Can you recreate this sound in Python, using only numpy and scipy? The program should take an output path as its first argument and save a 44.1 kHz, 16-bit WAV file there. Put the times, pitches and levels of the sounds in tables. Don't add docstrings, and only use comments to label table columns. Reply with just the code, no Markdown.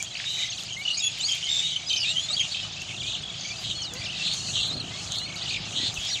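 import sys
import numpy as np
from scipy import signal
from scipy.fft import rfft, irfft, next_fast_len
from scipy.io import wavfile
from scipy.ndimage import uniform_filter1d, map_coordinates

SR = 44100
rng = np.random.default_rng(int(sys.argv[2]) if len(sys.argv) > 2 else 0)


def field_ratio(decibels):
    return 10 ** (np.asarray(decibels, dtype=float) / 20)


def output_pcm(signal):
    pcm = np.clip(np.atleast_2d(signal).T, -1, 1) * 32767
    wavfile.write(sys.argv[1], SR, np.round(pcm).astype(np.int16))


N = 273420

# [t/s, level/dB]
FLOCK_LIVELINESS = [(0.0, -36.5), (0.22, -35), (0.41, -32.5), (0.79, -35.5), (1.59, -32), (1.76, -35),
                    (2.23, -33), (2.78, -37.5), (4.07, -36), (4.23, -33), (4.66, -35), (4.78, -40.5),
                    (5.02, -34.5), (5.3, -36), (5.51, -35.5), (6.2, -32.5)]
# [f/Hz, level per Hz/dB]
TWITTER_SPECTRUM = [(880, -73), (1500, -12.5), (1900, -7), (3080, 4.5), (4410, 1.5), (5410, -2.5),
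                    (6000, -15.5), (7800, -29), (13200, -120)]
# [f/Hz, level per Hz/dB]
SHRILL_SPECTRUM = [(2940, -62), (5000, -15), (5650, 2.5), (6740, 7), (7620, -1), (10500, -21.5),
                   (13400, -37), (14800, -30), (15500, -39)]
# [t/s, level/dB]
PUMP_THROB = [(0.0, -52), (0.15, -53), (2.11, -51), (3.28, -47), (3.57, -48), (4.75, -44), (5.37, -46),
              (5.77, -45), (6.2, -50)]
# [multiple, level/dB]
FIRING_ORDERS = [(1, -37), (2, -8), (3, -9), (4, 0), (5, -5), (6, -5.5), (7, -5.5), (8, -13), (9, -11.5),
                 (10, -16), (11, -16.5)]
# [f/Hz, level per Hz/dB]
ROAR_SPECTRUM = [(18, -44), (30, -14.5), (124, 0.5), (160, -1.5), (241, -15), (358, -11.5), (470, -17.5),
                 (709, -9), (1000, -17.5), (1240, -14), (1870, -20.5), (2200, -33), (2860, -26),
                 (4840, -120)]
# [t/s, f/Hz, level/dB]
PIPS = [(.724, 6647, -35.5), (1.195, 3040, -31), (1.285, 3290, -22), (1.719, 3100, -27.5),
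        (2.368, 3350, -23), (2.397, 3230, -17), (2.401, 6650, -29.5), (3.507, 2420, -35),
        (3.7, 3114, -34.5), (4.323, 4510, -31), (5.176, 4303, -25)]
# [t/s, length/s, f/Hz, level/dB]
HELD_NOTES = [(0.0, .012, 2340, -31), (.975, .003, 6660, -24), (.982, .003, 6750, -23),
              (1.003, .006, 7580, -29), (.908, .009, 2930, -21), (.02, .01, 3300, -37),
              (.045, .012, 3400, -36), (.066, .035, 3200, -38), (.69, .012, 2850, -35),
              (4.497, .008, 6700, -36), (1.885, .008, 6150, -34), (5.976, .007, 2650, -31),
              (5.403, .005, 4620, -35), (4.484, .01, 2650, -32), (4.503, .006, 2800, -33),
              (2.225, .04, 4200, -35), (2.44, .03, 2800, -33), (1.319, 0.007, 6680, -27.5),
              (1.315, 0.021, 3190, -21), (1.338, 0.035, 3276, -32.5), (1.356, 0.043, 2400, -44),
              (0.502, 0.008, 6500, -33), (2.098, 0.027, 7540, -34.5), (1.622, 0.039, 2940, -32),
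              (1.761, 0.015, 3060, -24.5), (.92, 0.031, 2900, -34), (1.002, 0.0086, 3800, -28),
              (1.47, 0.023, 2150, -39), (1.445, .02, 6650, -38), (5.514, 0.024, 6550, -44),
              (0.212, 0.018, 3100, -44), (1.865, 0.03, 4960, -33), (2.056, 0.041, 3730, -26.5),
              (2.146, 0.0072, 2900, -33), (2.514, .018, 4480, -30), (2.627, 0.028, 2980, -33.5),
              (3.159, 0.032, 2820, -38), (3.5, 0.013, 3480, -35), (3.529, .03, 2600, -40),
              (3.745, .015, 2980, -37), (3.567, 0.039, 4830, -38), (3.75, .081, 4340, -35.5),
              (4.196, 0.031, 2700, -31.5), (4.267, 0.04, 4250, -34), (4.372, 0.15, 4346, -36.5),
              (4.583, 0.028, 2780, -30), (5.648, .037, 2740, -40), (5.791, 0.056, 1960, -44),
              (6.0, 0.074, 3300, -38), (6.09, 0.054, 5730, -33)]
# [t/s, length/s, f/Hz, level/dB]
BRASSY_NOTES = [
    (1.021, 0.018, 3387, -28.5),
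    (1.041, 0.042, 3390, -22),
    (1.092, 0.04, 3370, -40),
    (2.197, 0.063, 3440, -34.5),
]
# [t/s, length/s, start f/Hz, end f/Hz, level/dB]
GLIDES = [(1.12, 0.058, 3650, 2340, -40), (1.204, 0.033, 3390, 4150, -29), (1.237, .03, 4150, 4800, -23),
          (1.205, 0.029, 6940, 7900, -32), (.16, .022, 4200, 5000, -37), (1.98, .014, 5550, 5350, -33),
          (2.008, 0.028, 4950, 4400, -27), (2.926, .015, 2470, 2900, -37), (2.944, .012, 2900, 2530, -34),
          (2.96, .01, 2600, 2900, -36), (5.38, .012, 5100, 5970, -43), (5.438, .012, 5030, 6300, -41),
          (1.615, .11, 3675, 3895, -29.5), (1.892, 0.038, 3960, 3580, -28), (2.033, 0.012, 2940, 2720, -23),
          (2.045, 0.084, 2400, 2900, -29), (2.092, 0.03, 3970, 3590, -26.5),
          (2.157, 0.0455, 2947, 3330, -26.5), (2.288, 0.034, 3590, 3950, -26),
          (2.33, 0.018, 4140, 4720, -22), (2.892, 0.028, 2665, 2140, -38),
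          (3.024, 0.073, 2300, 2610, -39.5)]
# [t/s, length/s, start f/Hz, end f/Hz, level/dB]
SONG_STROKES = [(4.088, .007, 2600, 2900, -30), (4.098, .008, 2800, 3200, -27),
                (4.138, .01, 2500, 2900, -33), (4.153, .008, 3200, 2700, -31),
                (4.145, .022, 3750, 3900, -35), (4.025, .018, 3350, 3750, -36),
                (4.252, .03, 3900, 2500, -33), (4.682, .014, 4250, 3900, -28), (4.7, .033, 3650, 4150, -30),
                (4.737, .014, 4150, 4350, -29), (4.726, .009, 5300, 4800, -39),
                (4.768, .01, 4400, 3950, -31), (4.778, .008, 3950, 4300, -30), (4.8, .018, 4350, 3850, -30),
                (4.55, .035, 3200, 2800, -32), (.767, .065, 2080, 2330, -35),
                (2.305, .018, 7550, 8100, -31), (4.91, 0.097, 2010, 2320, -45),
                (5.195, 0.073, 3850, 4410, -32), (5.201, 0.046, 2850, 2950, -38.5),
                (5.361, 0.015, 4040, 4960, -32), (5.41, 0.026, 2950, 4800, -31.5),
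                (5.478, 0.024, 2810, 4720, -29.5), (6.07, 0.035, 5350, 4750, -35.5),
                (6.108, 0.02, 4600, 3750, -27), (6.13, 0.033, 4550, 3100, -26),
                (6.162, .033, 3050, 2050, -34), (5.96, .022, 2950, 2500, -35)]
# [t/s, length/s, start f/Hz, end f/Hz, level/dB]
SWEEPS = [(.455, .027, 6300, 3720, -37.5), (.508, .024, 4300, 2677, -35), (.512, 0.032, 6400, 3300, -36),
          (.575, 0.02, 4300, 2700, -32.5), (.582, 0.031, 5800, 3330, -35), (3.778, .085, 3430, 2910, -35.5),
          (3.82, .06, 6600, 3810, -34), (3.88, 0.07, 3800, 3390, -40), (4.05, .024, 4450, 2700, -31.5),
          (4.11, .026, 4300, 2550, -34), (4.168, 0.039, 4850, 2670, -35.5), (5.455, .012, 4800, 2800, -32),
          (6.095, 0.036, 2430, 1586, -46)]
# [t/s, peak level/dB, ring level/dB]
STALK_SNAPS = [(0.0268, -29, 13), (0.636, -38, 9), (0.812, -40.5, -6), (1.3513, -30, -18),
               (2.8185, -37.5, 10), (3.566, -46.5, 3), (3.714, -41, 2), (3.937, -30, 4.5),
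               (4.3373, -30.5, 6.5), (4.4811, -51.5, 18), (5.1213, -42.5, 23.5), (5.1864, -37, 11),
               (5.3574, -38, 2.5), (5.942, -35, 9), (6.0512, -33.5, 4)]
# [t/s, peak level/dB, f/Hz]
MUD_POPS = [
    (2.3047, -32.5, 1223),
    (2.65, -37, 1230),
    (4.567, -36.5, 1185),
]
# [t/s, syllables, period/s, f/Hz, level/dB]
TRILLS = [(.851, 3, .0255, 2960, -20), (1.902, 3, .032, 3170, -22), (1.901, 3, .032, 6340, -33),
          (1.988, 4, .0135, 3020, -25), (2.168, 3, .013, 3170, -22), (2.545, 3, .023, 3220, -30),
          (2.545, 3, .023, 2680, -33), (2.765, 3, .024, 2730, -33), (3.233, 4, .021, 3430, -33),
          (3.95, 6, .02, 2060, -43), (4.015, 3, .02, 2420, -35), (4.48, 4, .05, 8000, -46),
          (5.418, 3, .018, 2020, -43), (5.506, 3, .0197, 2520, -33), (5.562, 1, .024, 2520, -30),
          (3.391, 7, .0199, 4650, -35.5), (3.446, 1, .035, 2350, -37), (3.487, 1, .016, 2330, -37),
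          (5.78, 4, .021, 6650, -43)]
# [t/s, syllables, period/s, start f/Hz, level/dB]
CHATTERS = [
    (4.806, 5, .018, 3550, -38),
    (5.503, 3, .0195, 3300, -30),
    (5.56, 1, .024, 3200, -28),
]
# [t/s, syllables, period/s, start f/Hz, level/dB]
TICKS = [(.152, 2, .017, 3300, -27), (.197, 2, .042, 3000, -32), (.2, 2, .041, 2200, -33),
         (.259, 2, .021, 3000, -39), (3.409, 3, .039, 7200, -36), (1.415, 1, .01, 2900, -36),
         (1.426, 1, .01, 3900, -29), (1.439, 4, .0134, 6600, -39), (1.493, 9, .0133, 6900, -31),
         (1.896, 3, .0325, 5300, -21), (5.393, 1, .01, 4900, -30), (5.456, 2, .024, 4400, -33),
         (5.482, 5, .0197, 4500, -30)]
# [t/s, syllables, period/s, start f/Hz, level/dB]
HOOKS = [
    (2.962, 1, .034, 5600, -35),
    (2.996, 2, .034, 5300, -33),
    (3.063, 3, .0335, 5200, -30.5),
]
# [t/s, syllables, period/s, start f/Hz, level/dB]
ZIGZAGS = [(3.392, 4, .04, 4450, -37)]
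# [t/s, length/s, low f/Hz, high f/Hz, level/dB]
WARBLES = [
    (.366, .135, 2000, 2500, -35),
    (2.667, .19, 3000, 7600, -40),
    (5.228, .17, 2200, 3300, -37),
]
# [t/s, length/s]
LEAF_RUSTLES = [(.24, .25), (0.56, 0.083), (0.768, .045), (1.17, 0.04), (1.27, .07), (1.46, .17),
                (1.89, .09), (3.58, 0.089), (4.663, 0.029), (6.097, .07), (5.1, .14), (5.9, .16)]
# [t/s, length/s, centre f/Hz, pulse rate/Hz, level/dB]
BUZZES = [(1.245, .055, 6650, 90, -35), (3.97, .06, 4650, 170, -39), (.705, .05, 3100, 120, -36),
          (.245, 0.225, 3780, 150, -29), (0.27, 0.21, 3000, 125, -38.5), (1.43, 0.46, 2230, 180, -48),
          (1.425, 0.078, 3100, 150, -30.5), (1.02, 0.085, 2650, 110, -34.5), (.965, .05, 2450, 131, -37.5),
          (1.9, 0.1, 2550, 110, -37), (1.483, 0.131, 3610, 76, -23), (1.485, .13, 7480, 100, -34),
          (3.291, 0.19, 3380, 115, -41.5), (4.952, 0.11, 4250, 190, -43)]
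# [t/s, length/s, start f/Hz, end f/Hz, level/dB]
RASPS = [(3.63, .115, 3550, 3550, -31), (4.212, .15, 3750, 4000, -28), (.26, .2, 6230, 6230, -46),
         (4.525, .17, 3500, 3700, -26.5), (5.102, .11, 3770, 3850, -29.5), (5.73, .185, 3500, 4000, -27.5),
         (5.37, .2, 3500, 3300, -39)]
# [t/s, length/s, start f/Hz, end f/Hz, level/dB]
BABBLES = [(0.86, .1, 3200, 4500, -33), (.925, .045, 4400, 4650, -29), (.965, .045, 4600, 4600, -31),
           (1.265, .07, 4800, 4500, -34), (4.03, .06, 4900, 4900, -40), (4.455, .06, 4500, 4300, -31),
           (1.27, .11, 2450, 2500, -38), (1.269, 0.12, 3340, 3204, -35.5), (1.617, 0.17, 3450, 3400, -31),
           (1.868, 0.13, 3600, 3400, -37), (1.956, .08, 5300, 4600, -31), (2.04, 0.095, 3610, 3800, -29),
           (2.349, 0.13, 3193, 2970, -30), (2.497, 0.18, 3570, 3350, -35.5), (3.03, 0.18, 3645, 3690, -33),
           (3.37, .17, 6300, 6200, -43), (2.48, .11, 4000, 4200, -35), (5.06, .06, 4300, 3800, -37),
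           (2.86, .07, 2960, 2550, -38), (5.48, 0.093, 3800, 3600, -34), (4.714, 0.17, 4024, 2780, -46),
           (5.93, 0.22, 3500, 3480, -35.5)]
# [t/s, length/s, start f/Hz, end f/Hz, level/dB]
WHIMPERS = [
    (2.086, 0.11, 628, 657, -51.5),
    (2.273, 0.046, 670, 577, -48),
    (2.311, 0.0516, 802, 633, -50.5),
    (3.91, 0.087, 454, 556, -48.5),
]
# [t/s, length/s, pulse rate/Hz, level/dB]
GRUNTS = [
    (4.622, 0.31, 30, -45.5),
    (5.64, .28, 38, -43),
]
# [f/Hz, width/Hz, level/dB]
SNOUT = [
    (130, 110, -13),
    (253, 57, 2.5),
    (616, 120, -23),
]


def unit(x):
    return x / np.sqrt(np.mean(x ** 2) + 1e-20)


def along(points, hz):
    f, v = np.transpose(points)
    return np.interp(np.log(hz + 1), np.log(f + 1), v)


def curve(rows):
    s, values = np.transpose(rows)
    return np.interp(np.arange(N) / SR, s, values)


def wobble(rate, size=N):
    knots = rng.standard_normal(int(size * rate / SR) + 4)
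    return map_coordinates(knots, [np.arange(size) * rate / SR])


def filtered(x, response):
    m = next_fast_len(N + SR // 2)
    return irfft(rfft(x, m) * response(np.fft.rfftfreq(m, 1 / SR)), m)[:N]


def modes(rows):
    def response(f):
        total = 0
        for k, (centre, width, db) in enumerate(rows):
            damping = 1j * f * width
            total = total + (-1) ** k * field_ratio(db) * damping / (centre ** 2 - f * f + damping)
        return total
    return response


def add(out, s, x):
    part = out[max(round(s * SR), 0):][:len(x)]
    part += x[:len(part)]


def voice(hz, second_db, third_db, edge):
    turn = 2 * np.pi * (np.cumsum(hz) / SR + rng.random())
    t = np.arange(len(hz)) / SR
    ends = np.sin(np.pi / 2 * np.clip(np.minimum(t, t[::-1]) / edge, 0, 1))
    overtones = field_ratio(second_db) * np.sin(2 * turn) + field_ratio(third_db) * np.sin(3 * turn)
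    return ends * (np.sin(turn) + overtones)


def glide(length, start_hz, middle_hz, end_hz):
    u = np.linspace(0, 1, int(length * SR))
    return start_hz * (1 - u) * (1 - 2 * u) + 2 * middle_hz * u * (2 - 2 * u) + end_hz * u * (2 * u - 1)


def far_flock():
    u, layers = np.linspace(0, 1, 1600), []
    bands = ((TWITTER_SPECTRUM, 2000, 3200, 1), (SHRILL_SPECTRUM, 5200, 3200, 3))
    for spectrum, low_hz, span_hz, blur_db in bands:
        chirps = np.zeros(N)
        for when, pitch, slope, life, size in rng.random((1100, 5)):
            v = u[:int(300 + 1300 * life ** 2)]
            sweep_hz = 4200 * (slope - .65) * (1.1 - life)
            hz = low_hz + span_hz * pitch + sweep_hz * v / v[-1]
            tone = np.sin(2 * np.pi * np.cumsum(hz) / SR)
            add(chirps, when * N / SR, field_ratio(6 * size) * np.hanning(len(v)) * tone)
        echoes = field_ratio(blur_db + 3 * wobble(14) + 1.8 * wobble(4)) * rng.standard_normal(N)
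        band = (span_hz / (SR / 2)) ** .5
        blend = band * unit(chirps) + echoes
        layers.append(unit(filtered(blend, lambda f: field_ratio(along(spectrum, f)))))
    lively_db = curve(FLOCK_LIVELINESS)
    mean_db = lively_db.mean()
    shrill_db = mean_db - 9.2 + 1.2 * (lively_db - mean_db)
    return field_ratio(lively_db - 3.7) * layers[0] + field_ratio(shrill_db) * layers[1]


def distant_pump():
    firing_hz, split_hz = 26.48, 520
    throb_db = curve(PUMP_THROB)
    turn = 2 * np.pi * np.cumsum(firing_hz * (1 + 0.00568 * wobble(1.544))) / SR
    orders = np.zeros(N)
    for k, db in FIRING_ORDERS:
        phase = k * turn + 0.1006 * k * k + 0.83 * wobble(6)
        orders += field_ratio(db + 1.16 * wobble(7.3)) * np.cos(phase)
    pulsed = rng.standard_normal(N) * (1 + 0.2 * np.cos(turn))
    roar = unit(filtered(pulsed, lambda f: field_ratio(along(ROAR_SPECTRUM, f))))
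    low = filtered(roar, lambda f: 1 / (1 + (f / split_hz) ** 8))
    swell_db, parts = throb_db - throb_db.mean(), np.zeros(N)
    for grows, part in ((1.1, low), (.45, roar - low)):
        parts += field_ratio(grows * swell_db + .6 * wobble(3) + 1.4 * wobble(10)) * part
    return field_ratio(throb_db - 0.8) * unit(orders) + field_ratio(-46.4) * parts


def whistles():
    pure_db, brassy_db = (-18, -22), (-5, -9.5)

    def arch(hz, share):
        return hz * (1 - share), hz, hz * (1 - share)

    calls = [(s, .0183, arch(hz, .0406), db, pure_db) for s, hz, db in PIPS]
    for rows, partials_db in ((HELD_NOTES, pure_db), (BRASSY_NOTES, brassy_db)):
        calls += [(s, length, arch(hz, .012), db, partials_db) for s, length, hz, db in rows]
    for rows, done in ((GLIDES, .5), (SONG_STROKES, .5), (SWEEPS, .73)):
        calls += [(s, length, (a, a + done * (b - a), b), db, pure_db) for s, length, a, b, db in rows]
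    out = np.zeros(N)
    for s, length, pitch, db, partials_db in calls:
        hz = np.pad(glide(length, *pitch), 130, "edge")
        hz = hz + 28 * wobble(400, len(hz))
        flutter = field_ratio(db + 1.8 * wobble(190, len(hz)))
        add(out, s - .003, flutter * voice(hz, *partials_db, edge=0.005))
    return out


def trees(x):
    t = np.arange(SR // 4) / SR
    tail = rng.standard_normal(len(t)) * field_ratio(-60 * t / 0.089) * (1 - np.exp(-t / 0.0059))
    return signal.fftconvolve(x, tail / np.linalg.norm(tail))[:N]


def rooting():
    out, t = np.zeros(N), np.arange(900) / SR
    small = [(N / SR * when, -65 + 13 * size ** 2, 0) for when, size in rng.random((160, 2))]
    for s, db, ring_db in [*STALK_SNAPS, *small]:
        crack = np.diff(rng.standard_normal(901)) * field_ratio(-60 * t / 0.024)
        ring = np.sin(2 * np.pi * rng.normal(6550, 150) * t) * field_ratio(ring_db - 60 * t / 0.0067)
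        add(out, s, field_ratio(db) * (0.51 * crack + 1.63 * ring))
    for s, db, hz in MUD_POPS:
        rising = np.sin(2 * np.pi * hz * t * (1 + 1.26 * t))
        add(out, s, field_ratio(db - 60 * t / 0.046) * rising * (1 - np.exp(-t / 0.00043)))
    return out


def trills():
    def bend(length, end):
        return glide(length, 0.93, .35 + .65 * end, end)

    def hook(period):
        u = glide(.8 * period, 0, .5, 1)
        return .675 - .17 * u ** 2.5 + .325 * np.exp(-u / .085)

    # table, pitch shape over one period, second partial in dB
    kinds = ((TRILLS, lambda period: bend(.54 * period, .98), -21),
             (CHATTERS, lambda period: bend(.62 * period, .7), -21),
             (TICKS, lambda period: glide(.0055, 1, .81, .62), -18),
             (HOOKS, hook, -15),
             (ZIGZAGS, lambda period: glide(.01, 1, 1.12, 1.5), -25))
    out = np.zeros(N)
    for rows, shape, second_db in kinds:
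        for s, count, period, start_hz, db in rows:
            for k in range(int(count)):
                hz = start_hz * shape(period) * rng.normal(1, 0.0094)
                level = field_ratio(db + rng.normal(0, 1) + 2 * wobble(150, len(hz)))
                add(out, s + k * period, level * voice(hz, second_db, -36, edge=.0022))
    for s, length, low_hz, high_hz, db in WARBLES:
        t = np.arange(int(length * SR)) / SR
        swing = 1 - np.abs(np.cos(np.pi * 25.3 * t))
        level = field_ratio(db - 3.6 * swing + wobble(118, len(swing)))
        add(out, s, level * voice(low_hz + (high_hz - low_hz) * swing, -37, -32, edge=0.058))
    return out


def rustles():
    gate = np.zeros(N)
    for s, length in LEAF_RUSTLES:
        add(gate, s, np.hanning(int(length * SR)) ** .5)
    grains = field_ratio(3.9 * wobble(300)) * rng.standard_normal(N)
    hiss = filtered(grains, lambda f: f ** 2 / (f ** 2 + 7000 ** 2))
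    return field_ratio(-50) * gate * unit(hiss)


def rasps():
    buzz, rasp, babble = (110, .35, .09, .12, .55), (500, .25, .22, .23, .42), (370, .6, .3, .35, .55)
    buzz_db, rasp_db = (-17, -24), (-14.5, -25)
    calls = [(s, length, hz, hz, rate, db, buzz, buzz_db) for s, length, hz, rate, db in BUZZES]
    for rows, rate, kind in ((RASPS, 250, rasp), (BABBLES, 210, babble)):
        calls += [(s, length, a, b, rate, db, kind, rasp_db) for s, length, a, b, db in rows]
    out = np.zeros(N)
    for s, length, start_hz, end_hz, rate, db, kind, partials_db in calls:
        depth_hz, wander, uneven, swell, pulsing = kind
        n = int(length * SR)
        cycle = 2 * np.pi * np.cumsum(rate * (1 + uneven * wobble(90, n))) / SR
        hz = np.linspace(start_hz, end_hz, n) + depth_hz * (np.sin(cycle) + wander * wobble(45, n))
        grain_db = 1.3 * wobble(60, n) + 2.2 * wobble(330, n)
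        level = field_ratio(db + grain_db) * (1 - pulsing * np.cos(cycle))
        add(out, s, level * voice(hz, *partials_db, edge=swell * length))
    return out


def pigs():
    out, pulses = np.zeros(N), np.zeros(N)
    for s, length, start_hz, end_hz, db in WHIMPERS:
        hz = glide(length, start_hz, (start_hz + end_hz) / 2, end_hz)
        add(out, s, field_ratio(db) * voice(hz, -7.0, -8, edge=0.0094))
    for s, length, rate, db in GRUNTS:
        n = int(length * SR)
        turns = np.cumsum(rate * (1 + 0.37 * wobble(30, n))) / SR
        fire = np.diff(np.floor(turns), prepend=0)
        add(pulses, s, field_ratio(db + 49 + 6.4 * wobble(26.5, n)) * fire * np.hanning(n) ** .5)
    return out + filtered(pulses, modes(SNOUT))


def knock():
    out = np.zeros(N)
    add(out, 5.978, field_ratio(-29.5) * np.hanning(int(0.015 * SR)))
    return out


def treble_peak(f):
    return (1 + 0.48 / (1 + ((f - 6700) / 450) ** 2)) / (1 + (f / 8500) ** 8)


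def top_dip(f):
    return 1 - 0.85 / (1 + ((f - 13000) / 1300) ** 2) - 0.88 / (1 + (15000 / (f + 1)) ** 30)


def scene():
    birds = filtered(whistles() + trills() + rasps(), treble_peak)
    ground = filtered(rooting() + rustles(), top_dip)
    near = birds + pigs() + ground
    return (near + field_ratio(-9) * trees(near) + far_flock() + distant_pump() + knock())[None]


def low_pass(x):
    return signal.sosfilt(signal.butter(12, 16710, fs=SR, output="sos"), x)


def record(dry):
    cut = filtered(dry[0], lambda f: (1j * f / (30 + 1j * f)) ** 2 * (f < 15800))
    level_db = 10 * np.log10(np.abs(uniform_filter1d(cut ** 2, 2600)) + 1e-9)
    duck_db = -.4 * np.clip(level_db + 25.5, 0, 20)
    mix = (cut * field_ratio(duck_db))[None]
    return low_pass(mix)


dry = scene()
out = record(dry)
output_pcm(out)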